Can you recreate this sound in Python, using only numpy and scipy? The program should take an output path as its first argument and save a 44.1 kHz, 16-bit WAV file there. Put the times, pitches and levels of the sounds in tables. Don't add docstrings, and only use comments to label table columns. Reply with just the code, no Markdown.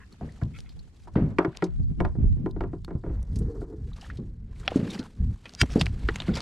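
import sys
import numpy as np
from scipy import signal
from scipy.fft import rfft, irfft, next_fast_len
from scipy.io import wavfile
from scipy.ndimage import uniform_filter1d, map_coordinates

SR = 44100
rng = np.random.default_rng(int(sys.argv[2]) if len(sys.argv) > 2 else 0)


def generate_wav(sig):
    pcm = np.round(np.clip(np.atleast_2d(sig).T, -1, 1) * 32767).astype(np.int16)
    wavfile.write(sys.argv[1], SR, pcm)


N = 282797
AGE = np.arange(SR // 2) / SR

# (frequency [Hz], level [dB])
RUB_SPECTRUM = [(200, -26.5), (500, 1.5), (900, -3.5), (1700, -1.5), (2800, -4), (4500, -9), (9000, -53.5)]
# (frequency [Hz], level [dB])
HISS_SPECTRUM = [(1200, -30), (2800, -8.5), (4300, -1), (6000, -2.5), (7800, -3), (10000, -9.5),
                 (13000, -16.5), (15500, -60)]


def slaps(hard_db=-30.5, crack_db=-48, crack_growth=1.67, shell_rise_s=0.00027, body_rise_s=0.0026):
    # (time [s], shell level [dB], body level [dB])
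    impacts = [(0.415, -47, -41), (1.072, -53, -50.5), (1.155, -40.5, -46), (1.385, -25, -18.5),
               (1.448, -34, -24), (1.623, -32.5, -22), (2.003, -32, -25.5), (2.049, -34.5, -33.5),
               (2.152, -55.5, -41.5), (2.46, -40.5, -27), (2.563, -49, -36), (2.607, -37, -32.5),
               (2.637, -44.5, -33.5), (2.731, -48.5, -34), (2.879, -51, -40), (2.907, -48.5, -38),
               (2.954, -58.5, -41.5), (3.037, -50.5, -37.5), (3.064, -51, -35), (3.1, -56, -39),
               (3.616, -50.5, -37), (3.724, -62.5, -39.5)]
    # (frequency [Hz], level [dB], t60 [s])
    hull_modes = [(175.4, -5.5, 0.22), (279, -5, 0.14), (325.9, -1.5, .12), (373.5, -2.5, 0.14),
                  (424.2, -5.5, 0.12), (511, -10.5, 0.088), (693, -2, .08), (776, -6, 0.077),
                  (886, -7, 0.096), (944, -9.5, .13), (1022, -8.5, 0.14), (1189, -2.5, 0.044),
                  (1307, -7.5, .045), (1406, 1.5, 0.034), (1655, -5, .035), (1910, -1, 0.03),
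                  (2214, -10.5, 0.041), (2410, -16.5, 0.035), (2820, -22.5, .035)]
    # (frequency [Hz], level [dB])
    panel_spectrum = [(60, -29), (160, -41), (380, -9), (600, 22.5), (900, 11), (1400, 9.5), (2100, -9),
                      (3000, -17), (6000, -40.5)]
    # (frequency [Hz], level [dB])
    crack_spectrum = [(900, -47), (2300, 9.5), (3200, 3), (5000, -0.5), (6300, -9), (8000, -7),
                      (12000, -29), (16000, -30.5)]
    body_modes = [mode for mode in hull_modes if mode[0] < 600]
    shell_modes = hull_modes[len(body_modes):]
    out = np.zeros(N)
    for s, shell_db, body_db in impacts:
        panel = amp(-6) * onset_unit(noise(panel_spectrum, len(AGE)) * fade(0.17))
        tilt = 0.34 * (shell_db - hard_db)
        tilted = [(hz, db + tilt * np.log2(hz / 1000), t60) for hz, db, t60 in shell_modes]
        shell = onset_unit(ring(tilted, scatter_db=2.5))
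        shell = onset_unit((shell + panel) * attack(shell_rise_s))
        body = onset_unit(ring(body_modes, scatter_db=2) * attack(body_rise_s, power=2))
        crack = onset_unit(struck(contact(0.028, chatter=2.2), lambda hz: along(crack_spectrum, hz)))
        edge_db = crack_db + crack_growth * (shell_db - hard_db)
        add(out, s, amp(shell_db) * shell + amp(body_db) * body + amp(edge_db) * crack)
    return out


def thumps(cycles=7, rise_s=0.0012):
    # (time [s], push level [dB], pitch [Hz], shudder level [dB], shudder t60 [s])
    blows = [(0.215, -45, 142, -30.5, 0.4), (0.246, -30, 266, -41, 0.084), (0.423, -24.5, 119, -23.5, 0.37),
             (1.159, -22.5, 200, -17.5, 0.4), (1.217, -17, 141, -19.5, 0.41),
             (1.477, -21.5, 133, -41, 0.15), (1.797, -22, 136, -30.5, 0.075), (1.912, -19, 158, -43, 0.17),
             (2.012, -18, 44.6, -16.5, 0.28), (2.184, -26, 143, -22, 0.25),
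             (2.239, -21.5, 200, -27.5, 0.078), (2.37, -24, 131, -29.5, 0.72),
             (2.442, -20, 178, -61, 0.083), (2.951, -24, 116.5, -22, 0.12), (3.364, -21, 153, -30, 0.18),
             (3.414, -19.5, 164, -37, 0.23), (4.188, -56, 190, -29, 0.26), (4.758, -7.5, 267, -26.5, 0.62),
             (4.791, -20, 200, -46.5, 0.11), (4.828, -18, 189, -33.5, 0.75), (4.994, -25, 243, -31, 0.15),
             (5.206, -19, 129, -45, 1), (5.615, -13, 68.5, -37, 0.088), (5.628, -41, 143, -12.5, 0.071),
             (5.758, -7, 240, -14.5, 0.16), (5.816, -13.5, 149, -23, 0.094),
             (6.042, -27, 58.3, -15.5, 0.087), (6.108, -30.5, 127, -38, 0.23), (6.109, -36, 127, -37, 0.18),
             (6.284, -12.5, 194, -20.5, 0.32)]
    out = np.zeros(N)
    for s, push_db, hz, shudder_db, t60 in blows:
        push = crest(np.sin(2 * np.pi * hz * AGE) * fade(cycles / hz) * attack(0.5 / hz, power=2))
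        spectrum = [(hz / 4, -16), (hz * 0.45, -2), (hz, 0), (hz * 1.84, -9),
                    (hz * 3, -26), (hz * 8, -50), (hz * 30, -90)]
        rumble = noise(spectrum, len(AGE))
        running_rms = np.sqrt(np.abs(uniform_filter1d(rumble ** 2, size=1500)) + 1e-9)
        shudder = rumble / running_rms * fade(t60) * attack(rise_s)
        add(out, s, amp(push_db) * push + amp(shudder_db) * shudder)
    return out


def bail(ring_db=-27, lead_in_db=-30, hand_t60=0.07, pre_ring_t60=0.054, pre_hiss_t60=0.076):
    # (time [s], level [dB])
    closings = [(5.6152, -1.5)]
    # (frequency [Hz], level [dB], t60 [s])
    reel_modes = [(1090, -4, 0.12), (1420, -14, .04), (1700, 2, .025), (1900, 2, 0.023), (2270, 2, 0.062),
                  (2710, 4, 0.085), (3190, 0, 0.22), (3900, -3, 0.093), (4340, -10, 0.081),
                  (4905, 5, 0.032), (5400, -20, .05), (5710, -1, 0.23), (6330, -3, .045), (6750, -4.5, 0.1),
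                  (8280, -8.5, 0.15), (8800, -22, 0.059)]
    # (frequency [Hz], level [dB])
    snap_spectrum = [(150, 11.5), (800, -9.5), (1500, 7.5), (2100, 2), (3700, 4), (4900, 3), (7000, -8.5),
                     (10000, -12.5), (13000, -25), (15500, -47)]
    out = np.zeros(N)
    for s, db in closings:
        snap = crest(struck(contact(0.015, chatter=1.38), lambda hz: along(snap_spectrum, hz)))
        metal = ring(reel_modes, scatter_db=1) * fade(hand_t60)
        add(out, s, amp(db) * (snap + amp(ring_db) * metal))
        pre_ring = ring([(hz, level, pre_ring_t60) for hz, level, _ in reel_modes], scatter_db=5.5)
        pre_hiss = noise(snap_spectrum, len(AGE)) * fade(pre_hiss_t60)
        lead_in = (pre_ring + pre_hiss)[::-1]
        add(out, s - len(AGE) / SR, amp(db + lead_in_db) * lead_in)
    return out


def knocks(tick_db=-7, tick_t60=0.042):
    # (time [s], level [dB], main ring [Hz], butt level [dB], rattle t60 [s])
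    impacts = [(4.6782, -10, 2890, 0, 0.0052), (6.0877, -11.5, 1665, -5.5, 0.034),
               (6.2016, -20, 3670, -12.5, 0.037)]
    # (ratio to main ring, level [dB], t60 [s])
    rod_modes = [(0.8, -2, 0.0059), (1, -1, 0.01), (1.145, -8, 0.024), (1.25, -10.5, 0.01),
                 (1.9, -17, 0.0095)]
    # (ratio to main ring, level [dB], t60 [s])
    butt_modes = [(0.205, -0.5, 0.022), (0.27, -8, 0.053), (0.47, -7.5, 0.014)]
    out = np.zeros(N)
    for s, db, hz, butt_db, rattle_t60 in impacts:
        modes = [(ratio, level + butt_db, t60) for ratio, level, t60 in butt_modes] + list(rod_modes)
        tube = sum((-1) ** k * amp(level) * fade(t60) * np.sin(2 * np.pi * hz * ratio * AGE)
                   for k, (ratio, level, t60) in enumerate(modes))
        tube = crest(signal.fftconvolve(contact(rattle_t60, chatter=1), tube)[:len(AGE)])
        tick = crest(struck(contact(tick_t60, chatter=1), lambda f: along(RUB_SPECTRUM, f)))
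        add(out, s, amp(db) * (tube + amp(tick_db) * tick))
    return out


def clicks(skirt_db_per_octave=12, ring_db=-8, slide_db=-19, slide_t60=0.029):
    # (time [s], level [dB], band centre [Hz], chatter t60 [s])
    impacts = [(0.322, -46.5, 5750, 0.035), (0.435, -41.5, 4270, 0.017), (0.588, -35, 3900, 0.031),
               (0.605, -34.5, 5330, 0.0068), (1.572, -24, 4850, 0.0048), (1.641, -30.5, 5400, 0.052),
               (2.328, -56, 3200, 0.016), (2.328, -53, 3200, 0.016), (2.847, -45, 1900, 0.014),
               (2.847, -49.5, 1900, 0.015), (3.229, -44.5, 7900, 0.012), (3.359, -34.5, 5870, 0.054),
               (3.389, -38.5, 9100, 0.045), (3.964, -47, 3780, 0.026), (4.012, -39.5, 5040, 0.059),
               (4.172, -41, 4300, 0.048), (4.718, -22.5, 833, 0.029), (4.76, -35.5, 6650, 0.098),
               (4.906, -35, 6460, 0.057), (4.993, -29.5, 4330, 0.036), (5.029, -41.5, 4200, 0.0089),
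               (5.456, -32.5, 2550, 0.085), (5.494, -36.5, 4340, 0.012), (5.537, -35, 4870, 0.0099),
               (5.55, -29.5, 5340, 0.005), (5.633, -19.5, 1680, 0.022), (5.759, -19, 580, 0.055),
               (5.812, -10, 3580, 0.034), (5.859, -25, 4700, 0.0093), (5.866, -20, 2360, 0.011),
               (6.159, -23, 2440, 0.038), (6.22, -30, 2940, 0.013), (6.355, -25.5, 5030, 0.037),
               (6.369, -28, 1170, 0.11), (6.372, -25.5, 5000, 0.1), (6.405, -23.5, 4200, 0.017)]
    # (frequency [Hz], level [dB])
    plastic_spectrum = [(100, 5), (400, 32.5), (1500, 2), (4800, -6.5), (7000, -9.5), (10000, -10.5),
                        (13000, -22.5), (16000, -32)]
    out = np.zeros(N)
    for s, db, centre_hz, t60 in impacts:
        def colour(hz):
            return along(plastic_spectrum, hz) - skirt_db_per_octave * abs(np.log2((hz + 1) / centre_hz))
        tick = crest(struck(contact(t60, chatter=1.42), colour))
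        octaves = 0.253 * (np.linspace(-2, 2, 7) + 0.5 * rng.uniform(-1, 1, 7))
        modes = [(hz, colour(hz), 0.62 * t60) for hz in centre_hz * 2 ** octaves]
        tone = crest(ring(modes, scatter_db=-1) * attack(0.000085))
        rising_force = rng.standard_normal(len(AGE)) * fade(slide_t60)[::-1]
        slide = crest(struck(rising_force, colour))[-SR // 40:]
        add(out, s - len(slide) / SR, amp(db + slide_db) * slide)
        add(out, s, amp(db) * (tick + amp(ring_db) * tone))
    return out


def swivel(ring_t60=0.008, tick_db=-8, tick_t60=0.0047):
    # (time [s], level [dB], base frequency [Hz], rattle t60 [s])
    rattles = [(0.126, -46.5, 3970, 0.03), (0.693, -42, 3740, 0.11), (0.792, -46.5, 4140, 0.047),
               (2.511, -46.5, 3750, 0.011), (2.847, -35.5, 3820, 0.016)]
    # (ratio to base frequency, level [dB])
    steel_modes = [(1.002, -3), (1.045, -15), (1.11, -1), (1.28, -10), (1.62, -22)]
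    out = np.zeros(N)
    for s, db, hz, rattle_t60 in rattles:
        tick = crest(struck(contact(tick_t60, chatter=11), lambda f: along(HISS_SPECTRUM, f)))
        steel = ring([(hz * ratio, level, ring_t60) for ratio, level in steel_modes], scatter_db=1)
        steel = crest(signal.fftconvolve(contact(rattle_t60, chatter=1.6), steel)[:len(AGE)])
        add(out, s, amp(db) * (steel + amp(tick_db) * tick))
    return out


def scrapes(slips_per_s=900, scatter_db=4, q=16, rush_db=-14):
    # (middle [s], length [s], level [dB], resonance [Hz])
    slides = [(0.016, 0.034, -55.5, 1690), (0.558, 0.021, -51, 2170), (0.666, 0.021, -61.5, 2170),
              (4.908, 0.018, -44, 3660), (4.942, 0.025, -49.5, 4770), (4.953, 0.0091, -50, 2700),
              (4.997, 0.019, -51.5, 4160), (5.015, 0.033, -52, 1394), (5.722, 0.022, -50.5, 5400),
              (5.802, 0.015, -39, 4700), (6.16, 0.0075, -42, 6400), (6.338, 0.0061, -41, 3340),
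              (6.358, 0.019, -41.5, 4770), (6.374, 0.023, -43, 2190)]
    # (ratio to resonance, level [dB])
    guide_modes = [(0.62, -1), (1, 4), (1.17, -1.5), (1.55, -8.5)]
    out = np.zeros(N)
    for s, length, db, hz in slides:
        def response(f):
            return sum((-1) ** k * amp(level) * 1j * f / (q * (hz * ratio - f * f / (hz * ratio)) + 1j * f)
                       for k, (ratio, level) in enumerate(guide_modes))
        lead_s = min(s, 2 * length)
        slipping = rng.random(len(AGE)) < slips_per_s / SR
        slips = slipping * amp(scatter_db * rng.standard_normal(len(AGE)))
        force = unit(slips - slips.mean()) + amp(rush_db) * rng.standard_normal(len(AGE))
        rattle = filtered(force * np.exp(-2 * ((AGE - lead_s) / length) ** 2), response)
        add(out, s - lead_s, amp(db) * rattle * np.sqrt(length * SR) / np.linalg.norm(rattle))
    return out


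def rustle(rub_db=-1, hiss_db=-1.5, side_db=-3, rest_rub_db=-82):
    # (time [s], level [dB])
    rest_hiss = [(0, -71.5), (1.95, -77.5), (2.3, -78), (3.15, -77), (3.4, -70.5), (4.4, -81.5)]
    rub_gain, hiss_gain = arm_motion()
    rub_gain += amp(rest_rub_db)
    hiss_gain += amp(curve(rest_hiss))
    flutter_db = 2 * wobble(35) + 2.5 * wobble(130)
    coarse = grains(lo_hz=700, hi_hz=4200, cycles=16, count=3500)
    fine = grains(lo_hz=2800, hi_hz=12000, cycles=25, count=7000)
    rub = rub_gain * amp(rub_db + flutter_db) * friction(RUB_SPECTRUM, coarse, grain_db=0.5)
    hiss = hiss_gain * amp(hiss_db + flutter_db) * friction(HISS_SPECTRUM, fine, grain_db=-1)
    side = rub_gain * noise(RUB_SPECTRUM, N) + hiss_gain * noise(HISS_SPECTRUM, N)
    return stereo(rub + hiss, amp(side_db) * side)


def arm_motion():
    # (middle [s], length [s], rub level [dB], hiss level [dB])
    strokes = [(0.297, 0.95, -69.5, -111), (0.58, 0.03, -66, -62), (0.782, 0.18, -77, -79.5),
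               (1.578, 0.11, -57.5, -83), (4.034, 0.13, -57.5, -66), (4.6, 0.036, -71.5, -62),
               (4.748, 0.14, -48, -62), (4.943, 0.08, -47, -54.5), (5.245, 0.32, -71.5, -75),
               (5.525, 0.1, -59, -66), (5.779, 0.11, -47, -54), (6.084, 0.14, -54.5, -62),
               (6.368, 0.2, -46, -60)]
    return sum(np.outer(amp([rub_db, hiss_db]), swell(s, length)) for s, length, rub_db, hiss_db in strokes)


def friction(spectrum, slips, grain_db):
    snaps = unit(filtered(slips, lambda hz: amp(along(spectrum, hz))))
    return unit(noise(spectrum, N) + amp(grain_db) * snaps)


def grains(lo_hz, hi_hz, cycles, count, spread_db=3.6):
    when, pitch, chance, phase = rng.random((count, 4)).T[:, :, None]
    step = np.arange(400)
    turns = lo_hz * (hi_hz / lo_hz) ** pitch * step / SR
    strength = amp(spread_db * np.minimum(-np.log(1 - chance), 4))
    envelope = np.exp(-np.log(1000) * turns / cycles) * (1 - np.exp(-turns))
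    waves = strength * np.sin(2 * np.pi * (turns + phase)) * envelope
    return np.bincount(((when * N).astype(int) + step).ravel(), waves.ravel(), N)[:N]


def drops(level_db=-1, cycles=42, climb=0.39, splash_db=-9, splash_t60=0.089):
    # (time [s], level [dB], starting pitch [Hz])
    plops = [(0.211, -33.5, 648), (0.29, -48, 1740), (0.42, -42.5, 1500), (1.078, -39, 860),
             (3.917, -52.5, 1110), (3.933, -44, 3530), (3.985, -49, 1065), (4.017, -43.5, 2690),
             (4.029, -42, 750), (4.041, -48, 2780), (4.046, -44, 1630), (4.1, -38.5, 1330),
             (4.101, -34, 1690), (4.631, -45, 1250), (4.977, -42, 1780), (6.291, -32, 1310)]
    out = np.zeros(N)
    for s, db, hz in plops:
        life = cycles / hz
        pitch = hz * (1 + climb * np.tanh(2 * AGE / life))
        bubble = crest(np.sin(2 * np.pi * np.cumsum(pitch) / SR) * fade(life) * attack(0.00044))
        spectrum = [(hz / 2, -18), (hz, 0), (hz * 2, -10), (hz * 5, -32), (hz * 16, -65)]
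        splash = crest(noise(spectrum, len(AGE)) * fade(splash_t60))
        add(out, s, amp(db + level_db) * (bubble + amp(splash_db) * splash))
    return out


def washes(rise_s=0.0017):
    # (time [s], level [dB], t60 [s])
    breakers = [(0.213, -47.5, 0.38), (1.154, -32, 0.42), (1.392, -35.5, 0.2), (2.05, -43.5, 0.23),
                (2.606, -52, 0.18), (2.881, -50, 0.3), (3.04, -49.5, 1)]
    # (frequency [Hz], level [dB])
    spray_spectrum = [(150, -18), (450, 8.5), (800, -2.5), (2000, -13.5), (3500, -29), (9000, -50)]
    out = np.zeros(N)
    for s, db, t60 in breakers:
        bubbling = amp(2 * wobble(120)[:len(AGE)])
        add(out, s, amp(db) * bubbling * noise(spray_spectrum, len(AGE)) * fade(t60) * attack(rise_s))
    return out


def gurgle(churn_db=3):
    # (time [s], level [dB])
    flow_levels = [(3.3, -77), (3.398, -38), (3.464, -46.5), (3.608, -39), (3.85, -56.5), (3.9, -53)]
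    # (frequency [Hz], level [dB])
    cavity_spectrum = [(150, -13), (300, 18), (360, 9.5), (450, 19.5), (520, -3.5), (600, -7), (900, -10),
                       (1800, -22), (4000, -57)]
    return amp(curve(flow_levels, outside=-120) + churn_db * wobble(43)) * noise(cavity_spectrum, N)


def wind_and_swell(calm_db=-52, slosh_db=-63, slosh_exponent=0.53, rocking_db=4):
    # (time [s], level [dB])
    breeze_levels = [(0, -68), (0.45, -73), (0.63, -41.5), (1.0, -61), (1.3, -42.5), (1.665, -40),
                     (1.69, -23), (2.3, -25), (2.6, -25.5), (3.1, -36), (6.41, -71.5)]
    # (middle [s], length [s], level [dB])
    surges = [(0.373, 0.28, -50), (1.227, 0.17, -32), (2.245, 0.06, -20.5), (2.64, 0.17, -29.5),
              (3.15, 0.19, -29), (3.399, 0.2, -26), (3.797, 0.07, -34.5), (4.429, 0.69, -39.5),
              (5.264, 0.14, -23.5), (5.816, 0.26, -32.5), (6.233, 0.76, -34)]
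    # (frequency [Hz], level [dB])
    rumble_spectrum = [(10, -18.5), (25, -3), (50, 1.5), (90, -3.5), (140, -9), (250, -21), (600, -80.5),
                       (2000, -100)]
    # (frequency [Hz], level [dB])
    slosh_spectrum = [(50, -15), (110, -8.5), (170, 10.5), (300, -0.5), (440, -4), (600, -18.5),
                      (1000, -26), (2000, -26.5), (6000, -85.5)]
    heave = amp(calm_db) + sum(amp(db - 1) * plateau(s, length) for s, length, db in surges)
    buffet = amp(curve(breeze_levels) + 7.2 * wobble(8.6))
    heave_slosh = amp(slosh_db) * (heave / amp(calm_db)) ** slosh_exponent
    arm_slosh = amp(rocking_db) * arm_motion()[0]
    slosh = np.hypot(heave_slosh, arm_slosh) * amp(2.8 * wobble(30))
    rumble = np.hypot(amp(-7) * buffet, heave)
    mid = rumble * noise(rumble_spectrum, N) + slosh * noise(slosh_spectrum, N)
    side = amp(3) * buffet * noise(rumble_spectrum, N) + amp(-6) * slosh * noise(slosh_spectrum, N)
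    return stereo(mid, side)


def puffs():
    # (middle [s], length [s], level [dB])
    eddies = [(1.807, 0.015, -30.5), (1.911, 0.028, -29.5), (2.0, 0.016, -20.5), (2.054, 0.014, -19),
              (2.22, 0.084, -29), (2.412, 0.14, -33.5), (2.675, 0.039, -36), (2.943, 0.034, -34.5)]
    # (frequency [Hz], level [dB])
    eddy_spectrum = [(40, 6.5), (130, 5.5), (300, -4), (500, -25), (1000, -38), (3000, -47), (8000, -76)]
    strength = sum(amp(db) * plateau(s, length) for s, length, db in eddies)
    return strength * np.array([noise(eddy_spectrum, N), noise(eddy_spectrum, N)])


def hull_spread(x):
    # (frequency [Hz], level [dB])
    side_spectrum = [(150, -29), (600, -9.5), (1300, 0.5), (3000, 4), (9000, -10)]
    paths = rng.standard_normal(200)
    diffuse = signal.fftconvolve(x, paths / np.linalg.norm(paths))[:N]
    return stereo(0, filtered(diffuse, lambda hz: amp(along(side_spectrum, hz))))


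def placed(x, left_db, left_lead_s):
    half = np.array([[1], [-1]]) / 2
    return filtered(x, lambda hz: amp(half * left_db) * np.exp(2j * np.pi * hz * half * left_lead_s))


def contact(t60, chatter):
    force = rng.standard_normal(len(AGE)) * fade(t60)
    return chatter * force / np.linalg.norm(force) + (AGE == 0)


def struck(force, level_db, size=2048):
    magnitude = np.maximum(amp(level_db(np.fft.rfftfreq(size, 1 / SR))), 1e-6)
    cepstrum = irfft(np.log(magnitude))
    cepstrum[1:size // 2] *= 2
    cepstrum[size // 2 + 1:] = 0
    return signal.fftconvolve(force, irfft(np.exp(rfft(cepstrum))))[:len(force)]


def ring(modes, scatter_db):
    draws = rng.standard_normal((len(modes), 2))
    return sum(amp(db + scatter_db * offset) * fade(t60) * np.sin(2 * np.pi * (hz * AGE + phase))
               for (hz, db, t60), (offset, phase) in zip(modes, draws))


def noise(spectrum, size):
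    return unit(filtered(rng.standard_normal(size), lambda hz: amp(along(spectrum, hz))))


def filtered(x, response):
    n = x.shape[-1]
    padded = next_fast_len(n + 8192)
    return irfft(rfft(x, padded) * response(np.fft.rfftfreq(padded, 1 / SR)), padded)[..., :n]


def fade(t60):
    return np.exp(-np.log(1000) * AGE / t60)


def attack(rise_s, power=1):
    return 1 - np.exp(-(AGE / rise_s) ** power)


def swell(middle, length):
    near = np.exp(-2 * np.abs(np.arange(N) / SR - middle) / length)
    return 2 * near / (1 + near ** 2)


def plateau(middle, length, edge_s=0.0098):
    return .5 + .5 * np.tanh((length / 2 - np.abs(np.arange(N) / SR - middle)) / (2 * edge_s))


def wobble(rate):
    return map_coordinates(rng.standard_normal(int(N * rate / SR) + 4), [np.arange(N) * rate / SR])


def curve(points, outside=None):
    return np.interp(np.arange(N) / SR, *np.transpose(points), left=outside, right=outside)


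def along(points, hz):
    frequencies, levels = np.transpose(points)
    return np.interp(np.log(hz + 1), np.log(frequencies + 1), levels)


def amp(db):
    return 10 ** (np.asarray(db) / 20)


def unit(x):
    return x / np.sqrt(np.mean(x ** 2) + 1e-20)


def onset_unit(x):
    return x / np.sqrt(np.mean(x[:SR // 40] ** 2) + 1e-20)


def crest(x):
    return x / np.abs(x).max()


def add(track, s, sound):
    part = track[round(s * SR):][:len(sound)]
    part += sound[:len(part)]


def stereo(mid, side):
    return np.array([mid + side, mid - side])


def scene():
    # (time [s], side gain [0-1])
    widths = [(0, 1), (2.5, 0.25), (2.9, 0.04), (3.4, 0.08), (3.55, 0), (6.41, 0.01)]
    chop = slaps() + washes()
    hull = placed(chop, left_db=3, left_lead_s=-0.000043) + hull_spread(chop)
    hull += placed(thumps(), left_db=1, left_lead_s=-0.000041)
    gear = clicks() + knocks() + swivel() + scrapes() + bail()
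    left, right = hull + gear + drops() + gurgle() + rustle() + wind_and_swell()
    return stereo((left + right) / 2, curve(widths) * (left - right) / 2) + puffs()


def record(dry):
    ceiling, top_hz = 0.85, 15700
    limited = dry / (1 + (dry / ceiling) ** 6) ** (1 / 6)
    return filtered(limited, lambda hz: 1 / (1 + (hz / top_hz) ** 90))


dry = scene()
out = record(dry)
generate_wav(out)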